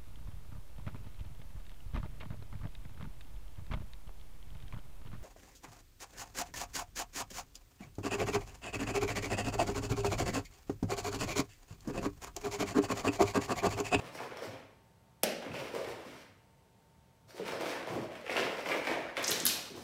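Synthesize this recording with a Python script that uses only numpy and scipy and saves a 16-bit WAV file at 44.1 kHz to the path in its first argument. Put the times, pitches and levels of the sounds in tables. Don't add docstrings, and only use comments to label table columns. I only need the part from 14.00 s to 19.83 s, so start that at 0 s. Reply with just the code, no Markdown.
import sys
import numpy as np
from scipy import signal
from scipy.fft import rfft, irfft, next_fast_len
from scipy.io import wavfile

SR = 44100
rng = np.random.default_rng(int(sys.argv[2]) if len(sys.argv) > 2 else 0)


def ratio_of_db(decibels):
    return 10 ** (np.asarray(decibels, float) / 20)


def wav_record(signal):
    frames = np.transpose(np.atleast_2d(signal))
    bounded = np.clip(frames, -1, 1)
    quanta = np.round(bounded * 32767).astype(np.int16)
    wavfile.write(sys.argv[1], SR, quanta)


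N = 257103

# frequency in Hz, density in dB per Hz.
AIR_SPECTRUM = [(15, -42), (25, -12), (97, -4), (166, -6.5), (190, -17.5), (700, -18), (1070, -25.5),
                (16000, -42)]
AIR_DB_RMS = -63.5
# frequency in Hz, level in dB rms.
WHINES = [(904.4, -76), (7197, -101), (8000, -93)]

# start in seconds, length in seconds, pad push in dB, claw drag in dB, pile brush in dB.
LEG_STROKES = [(-.03, .12, -42.5, -49, -56.5), (0.13, 0.057, -45.5, -53, -51.5),
               (0.186, 0.079, -44.5, -50.5, -56.5), (0.304, .035, -42, -48, -70),
               (0.358, 0.053, -46, -48.5, -65), (0.42, 0.044, -42.5, -48, -49), (.47, .13, -54, -54.5, -68),
               (1.403, 0.053, -46, -46.5, -65), (1.457, .055, -43, -56, -70), (1.515, .1, -42, -47.5, -51),
               (1.609, 0.091, -42, -47, -53), (1.721, 0.2, -43, -46.5, -54), (1.878, 0.16, -49.5, -54.5, -64),
               (2.054, .11, -48, -52.5, -59), (2.146, 0.085, -56.5, -53, -58.5),
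               (3.288, .095, -52, -57.5, -59), (3.37, 0.09, -49.5, -47.5, -64), (3.462, .13, -39, -44.5, -53),
        (3.588, .16, -38, -41, -49.5), (3.75, .1, -41.5, -44.5, -67), (3.87, .1, -37, -44.5, -54),
        (3.958, 0.1, -45, -50.5, -56), (4.092, .13, -48, -53, -64), (4.248, 0.054, -48, -46, -58),
        (4.296, 0.073, -35.5, -42, -53), (4.361, 0.117, -32, -35.5, -53), (4.49, .13, -40.5, -42.5, -52.5),
        (4.658, 0.13, -34.5, -41, -47), (4.784, 0.11, -39, -46, -56), (4.854, 0.097, -36, -39.5, -57),
        (4.973, 0.15, -46.5, -48.5, -70), (5.164, .04, -38, -31, -65), (5.214, 0.13, -47, -39.5, -59),
        (5.263, 0.17, -43.5, -48.5, -42), (5.452, 0.12, -45.5, -57, -39.5), (5.56, .13, -49, -61, -50),
        (5.702, .09, -49, -60, -59), (5.78, .07, -55, -56, -53)]
GRIP_S, LET_GO_S, SAG_DB_PER_S = 0.0144, 0.018, 22
GRIP_SHARE = 0.22
JOISTS_UNDER_PUSH_DB = -21

# time in seconds, peak in dB, pitch in Hz.
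BODY_DROPS = [(.005, -43, 128), (.165, -48, 126), (.47, -38, 119), (.472, -36, 271), (.92, -65, 110),
              (1.464, -26, 261), (1.476, -48, 95), (1.501, -32, 147), (1.505, -46, 206), (1.87, -44.5, 127),
              (2.061, -39, 248), (2.16, -55, 253), (3.22, -56.5, 112.7), (3.345, -36, 382),
              (3.40, -35.5, 199), (3.52, -51, 101), (3.901, -30, 144), (3.949, -40, 122), (3.962, -22, 294),
              (5.285, -30, 247), (5.30, -36.5, 159), (5.41, -26.5, 345), (5.433, -26, 246),
              (5.445, -47, 90), (5.56, -52, 100), (5.76, -46, 104), (5.717, -37, 241), (5.75, -36, 340),
              (5.783, -40, 286)]
# time in seconds, peak in dB, pitch in Hz, fibre brush in dB.
CLAW_TICKS = [(.1476, -33, 1790, -60), (.1752, -32, 2630, -84), (.188, -28, 1680, -65),
              (0.3129, -32, 1440, -71), (0.3708, -38, 1840, -48), (0.4371, -32, 1750, -54),
              (1.4622, -32, 1450, -65), (1.517, -27.5, 2560, -65), (1.5637, -30, 2400, -51),
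              (3.306, -42, 1524, -54.5), (3.456, -34, 2300, -48), (3.5203, -29, 1450, -46),
              (3.7303, -24.5, 1550, -65), (3.9027, -34, 1900, -52), (4.2644, -24.5, 2560, -61),
              (4.2785, -26, 2660, -53), (4.2967, -18.5, 2090, -52), (4.3256, -25, 2200, -43),
              (4.3668, -12, 2740, -37.5), (4.3802, -37, 2260, -51), (4.401, -26, 2010, -40),
              (4.5699, -37, 2020, -47), (4.6592, -18, 2110, -55), (4.6884, -18.5, 2350, -42),
              (4.702, -24, 2300, -55), (4.7158, -13.5, 2290, -44), (4.8708, -15, 1940, -42.5),
              (5.0657, -28.5, 1360, -58), (5.0878, -29, 1770, -67), (5.1684, -20.5, 2246, -43)]
# time in seconds, peak in dB, pitch in Hz, T60 in seconds.
RATTLES = [(1.2298, -39.5, 2300, .03), (7.1, -33, 9000, .03), (5.454, -28.5, 1600, .02),
           (5.2423, -22, 5500, 0.04), (5.279, -19, 5930, 0.052), (5.291, -25.5, 6900, .05),
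           (5.316, -21, 3440, 0.011), (5.326, -31, 11400, .03), (5.401, -26, 6600, 0.017),
           (5.476, -23.5, 4800, 0.055), (5.487, -24.5, 6800, 0.042), (5.498, -25, 2760, 0.038),
           (5.466, -33, 1340, 0.013), (1.535, -49, 4800, 0.25), (1.55, -36.5, 2380, 0.25),
           (.19, -39.5, 1000, 0.081), (3.69, -41, 4900, 0.11)]
# time in seconds, peak in dB, board pitch in Hz.
PAW_LANDINGS = [(.199, -39, 743), (.315, -35.5, 482), (.417, -29.5, 506), (1.559, -28, 550),
                (1.619, -30.5, 478), (1.736, -20.5, 460), (1.76, -20.5, 513), (1.809, -26, 515),
                (1.868, -32, 399), (3.393, -19.5, 435), (3.529, -25, 548), (3.6, -31, 360),
                (3.698, -24, 508), (3.892, -30, 480), (3.917, -26.5, 353), (4.039, -27.5, 605),
                (4.089, -37, 618), (4.238, -37, 493), (4.291, -20, 640), (4.399, -21, 455),
                (4.43, -32, 620), (4.47, -23, 500), (4.58, -26, 500), (4.70, -31, 563), (4.744, -14, 520),
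                (4.889, -24, 563), (4.968, -22, 685), (5.172, -24, 588), (5.289, -26, 423),
                (5.699, -43, 392)]

# time in seconds, peak in dB, T60 in seconds.
SLAP_CONTACTS = [
    (1.233, -11, 0.0097),
    (1.2377, -18, 0.023),
    (1.2393, -23, 0.022),
    (1.245, -41, .02),
]
# time in seconds, peak in dB, pitch in Hz, decay in cycles.
SLAP_THUDS = [
    (1.2346, -8, 552, 4.75),
    (1.2352, -24, 830, 7),
    (1.235, -21, 231, 6.3),
    (1.237, -27, 160, 4.6),
]
# start in seconds, length in seconds, ring peak in dB, edge peak in dB.
FLURRIES = [
    (5.2268, .009, -33, -36),
    (5.2408, .009, -29, -44),
    (5.271, .02, -29, -33),
    (5.3055, .011, -31, -22),
    (5.3144, .016, -29, -38),
    (5.3972, .007, -33, -41),
    (5.4533, .004, -25, -13),
    (5.4608, .004, -21, -15),
    (5.4664, .004, -13, -22),
]
SNAP_GAP_S, SNAP_SPREAD_DB = 0.0034, 4

# frequency in Hz, width in Hz, level in dB.
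JOISTS = [(110, 50, 2.5), (159, 63, 7)]
# frequency in Hz, width in Hz, level in dB.
BOARDS = [(246, 59, -8), (356, 77, -4.5), (508.5, 64, -2), (652, 120, -4.5), (968, 392, -10)]
# frequency in Hz, width in Hz, level in dB.
WEAVE = [(1285, 1040, -1), (2345, 650, 2.5), (3130, 950, -3.5)]
# frequency in Hz, width in Hz, level in dB.
FIBRES = [(4260, 1920, 0.5), (5610, 1020, 4.5), (7360, 2800, -5), (14300, 3000, -9.5)]
# frequency in Hz, width in Hz, level in dB.
SLAP_COLOUR = [(1190, 1630, -3.5), (2740, 1120, 1.5), (4900, 2660, -0.5), (8870, 4700, -0.5),
               (13400, 5600, -2.5)]
# frequency in Hz, width in Hz, level in dB.
SNAP_RING = [(1450, 600, -3.5), (3220, 1950, 5), (5970, 8500, 1.5)]
# frequency in Hz, width in Hz, level in dB.
SNAP_EDGE = [(8500, 3100, 3.5), (12800, 5400, 8)]
# frequency in Hz, T60 in seconds.
ROOM_T60 = [(100, 0.83), (260, 0.71), (700, 0.71), (1840, 0.76), (4850, 0.59), (9000, 0.43), (14000, 0.34)]


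def rms_one(x):
    return x / np.sqrt(np.mean(x ** 2) + 1e-30)


def at_hz(points, hz):
    table_hz, values = np.transpose(points)
    return np.interp(np.log(hz), np.log(table_hz), values)


def add(out, start_s, sound):
    i = round(start_s * SR)
    out[i:i + len(sound)] += sound[:N - i]


def clumps(per_s):
    r = np.exp(-2 * np.pi * per_s / SR)
    return rms_one(signal.lfilter([1], [1, -2 * r, r * r], rng.standard_normal(N)))


def bands(x, gain_of_band):
    edges = 25 * 2 ** np.arange(0, 9.6, 0.5)
    total = 0
    for k, (lo, hi) in enumerate(zip(edges, edges[1:])):
        sos = signal.butter(2, [lo, hi], "band", fs=SR, output="sos")
        total = total + gain_of_band(np.sqrt(lo * hi)) * signal.sosfilt(sos, x[k % 2])
    return total


def resonate(x, hz, width_hz):
    r = np.exp(-np.pi * width_hz / SR)
    zeros = np.array([1, 0, -1]) * (1 - r * r) / 2
    poles = [1, -2 * r * np.cos(2 * np.pi * hz / SR), r * r]
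    return signal.lfilter(zeros, poles, x)


def body(x, modes):
    return sum((-1) ** k * ratio_of_db(db) * resonate(x, hz, width_hz) for k, (hz, width_hz, db) in enumerate(modes))


def grains(per_s, spread_db):
    sizes = ratio_of_db(spread_db * np.minimum(rng.exponential(1, N), 4)) * rng.choice([-1, 1], N)
    return sizes * (rng.random(N) < per_s / SR) + 1e-18


def ping(peak_db, hz, cycles):
    turns = hz * np.arange(6000) / SR
    build = (1 - np.exp(-turns / 0.5)) ** 2
    return ratio_of_db(peak_db) * np.sin(2 * np.pi * turns) * build * ratio_of_db(-60 * turns / cycles)


def puff(peak_db, t60_s, modes):
    t = np.arange(6000) / SR
    noise = rng.standard_normal(len(t)) * ratio_of_db(-60 * t / t60_s)
    burst = body(body(noise, modes), modes)
    return ratio_of_db(peak_db) * burst / np.max(np.abs(burst))


def snap(peak_db, modes):
    click = body(body(signal.unit_impulse(256), modes), modes)
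    return ratio_of_db(peak_db) * click / np.max(np.abs(click))


def landings(rows, cycles_at_30_db, loss_db_per_db, delay_s):
    out = np.zeros(N)
    for s, db, hz in rows:
        cycles = cycles_at_30_db * ratio_of_db(-loss_db_per_db * (db + 30.5))
        add(out, s + delay_s, ping(db + 1.5, hz, cycles))
    return out


def quiet_room():
    noise = bands(rng.standard_normal((2, N)), lambda hz: ratio_of_db(at_hz(AIR_SPECTRUM, hz)))
    out = ratio_of_db(AIR_DB_RMS) * rms_one(noise)
    t, waver = np.arange(N) / SR, clumps(3.5)
    for hz, db in WHINES:
        out += ratio_of_db(db + 0.88 * waver) * np.sqrt(2) * np.sin(2 * np.pi * hz * t + 0.48 * waver)
    return out


def strokes():
    power = np.zeros((3, N + 2 * SR))
    age = np.arange(-SR // 10, SR // 2) / SR
    for s, length, *levels_db in LEG_STROKES:
        bite = np.clip(age / (GRIP_S + GRIP_SHARE * length) + 0.5, 0, 1)
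        lift = np.clip((length - age) / LET_GO_S + 0.5, 0, 1)
        shape = bite * lift * ratio_of_db(-SAG_DB_PER_S * (age - length / 2))
        i = SR + round((s + age[0]) * SR)
        power[:, i:i + len(age)] += np.outer(ratio_of_db(np.array(levels_db)), shape) ** 2
    return np.sqrt(power[:, SR:SR + N])


def scrabble():
    push, drag, brush = strokes()
    bunching = clumps(27.0)
    joists = body(body(grains(370.0, spread_db=2.5), JOISTS), JOISTS)
    boards = body(grains(500.0, spread_db=5.5) * ratio_of_db(2.16 * bunching), BOARDS)
    weave = body(grains(1200.0, spread_db=5.5) * ratio_of_db(2.0 * bunching), WEAVE)
    fibres = body(grains(6000.0, spread_db=2.5) * ratio_of_db(3.7 * bunching), FIBRES)
    wood = push * (ratio_of_db(JOISTS_UNDER_PUSH_DB) * rms_one(joists) + rms_one(boards))
    return wood + drag * rms_one(weave) + brush * rms_one(fibres)


def body_drops():
    return landings(BODY_DROPS, cycles_at_30_db=7.9, loss_db_per_db=0.26, delay_s=0)


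def claws():
    out = np.zeros(N)
    for s, db, hz, brush_db in CLAW_TICKS:
        add(out, s, ping(db - 3.5, hz, cycles=15.2))
        add(out, s, puff(db - 12.5, 0.049, WEAVE) + puff(brush_db + 5.0, 0.021, FIBRES))
    return out


def rattles():
    out = np.zeros(N)
    for s, db, hz, t60_s in RATTLES:
        add(out, s, puff(db, t60_s, [(hz, 0.48 * hz, 0)]))
    return out


def paws():
    return landings(PAW_LANDINGS, cycles_at_30_db=16.4, loss_db_per_db=0.57, delay_s=0.00397)


def slap():
    grit, clap = np.zeros(N), np.zeros(N)
    for s, db, t60_s in SLAP_CONTACTS:
        add(grit, s, puff(db, t60_s, SLAP_COLOUR))
    add(clap, SLAP_CONTACTS[0][0], snap(-7.5, SLAP_COLOUR))
    return grit, clap


def slap_thud():
    out = np.zeros(N)
    for s, db, hz, cycles in SLAP_THUDS:
        add(out, s, ping(db + 2.0, hz, cycles))
    return out


def crackle():
    out = np.zeros(N)
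    for start, length, flurry_ring_db, flurry_edge_db in FLURRIES:
        chance = rng.standard_normal((8, 3))
        times = np.arange(start, start + length, SNAP_GAP_S)
        for s, (late, ring_chance, edge_chance) in zip(times, chance):
            s = s + SNAP_GAP_S / 12 * late
            ring_db = flurry_ring_db + SNAP_SPREAD_DB * ring_chance
            edge_db = flurry_edge_db + SNAP_SPREAD_DB * edge_chance
            add(out, s, snap(ring_db, SNAP_RING) + snap(edge_db, SNAP_EDGE))
            add(out, s, puff(ring_db - 9, 0.015, SNAP_RING) + puff(edge_db - 6, 0.011, SNAP_EDGE))
    return out


def dull(x, cut_hz):
    r = np.exp(-2 * np.pi * cut_hz / SR)
    return signal.lfilter([1 - r], [1, -r], x)


def tails(count, gap_s):
    t = np.arange(SR) / SR
    tail = bands(rng.standard_normal((2, count, SR)), lambda hz: ratio_of_db(-60 * t / at_hz(ROOM_T60, hz)))
    tail = tail * np.clip((t - gap_s) / 0.0058, 0, 1)
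    early_energy = np.sum(tail[:, :SR // 20] ** 2, axis=1, keepdims=True)
    return tail / np.sqrt(early_energy)


def room(x, echoes):
    hop, out = 1024, np.zeros(N)
    pieces = np.pad(x, (0, -N % hop)).reshape(-1, hop)
    size = next_fast_len(SR + hop)
    spectra = rfft(echoes, size)
    for k, piece in enumerate(pieces):
        add(out, k * hop / SR, irfft(rfft(piece, size) * spectra[k % len(spectra)], size))
    return out


def scene():
    air = quiet_room()
    dog = ratio_of_db(-7.5) * scrabble() + body_drops() + claws() + paws() + slap_thud()
    grit, clap = slap()
    knocked = rattles() + crackle()
    sent = ratio_of_db(-1.0) * dog + dull(clap, cut_hz=2760) + ratio_of_db(-1.0) * dull(knocked, cut_hz=5800)
    echo = room(sent, tails(count=8, gap_s=0.00059))
    return (dog + grit + knocked + echo + air)[None]


def roll_off(x):
    return signal.sosfilt(signal.butter(12, 16930, fs=SR, output="sos"), x)


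def record(dry):
    x = signal.sosfilt(signal.butter(2, 55, "high", fs=SR, output="sos"), dry)
    x = 0.4 * np.tanh(x / 0.4)
    x = signal.sosfilt(signal.ellip(10, 0.5, 36, 15800, fs=SR, output="sos"), x)
    return roll_off(x)


dry = scene()
out = record(dry)
wav_record(out)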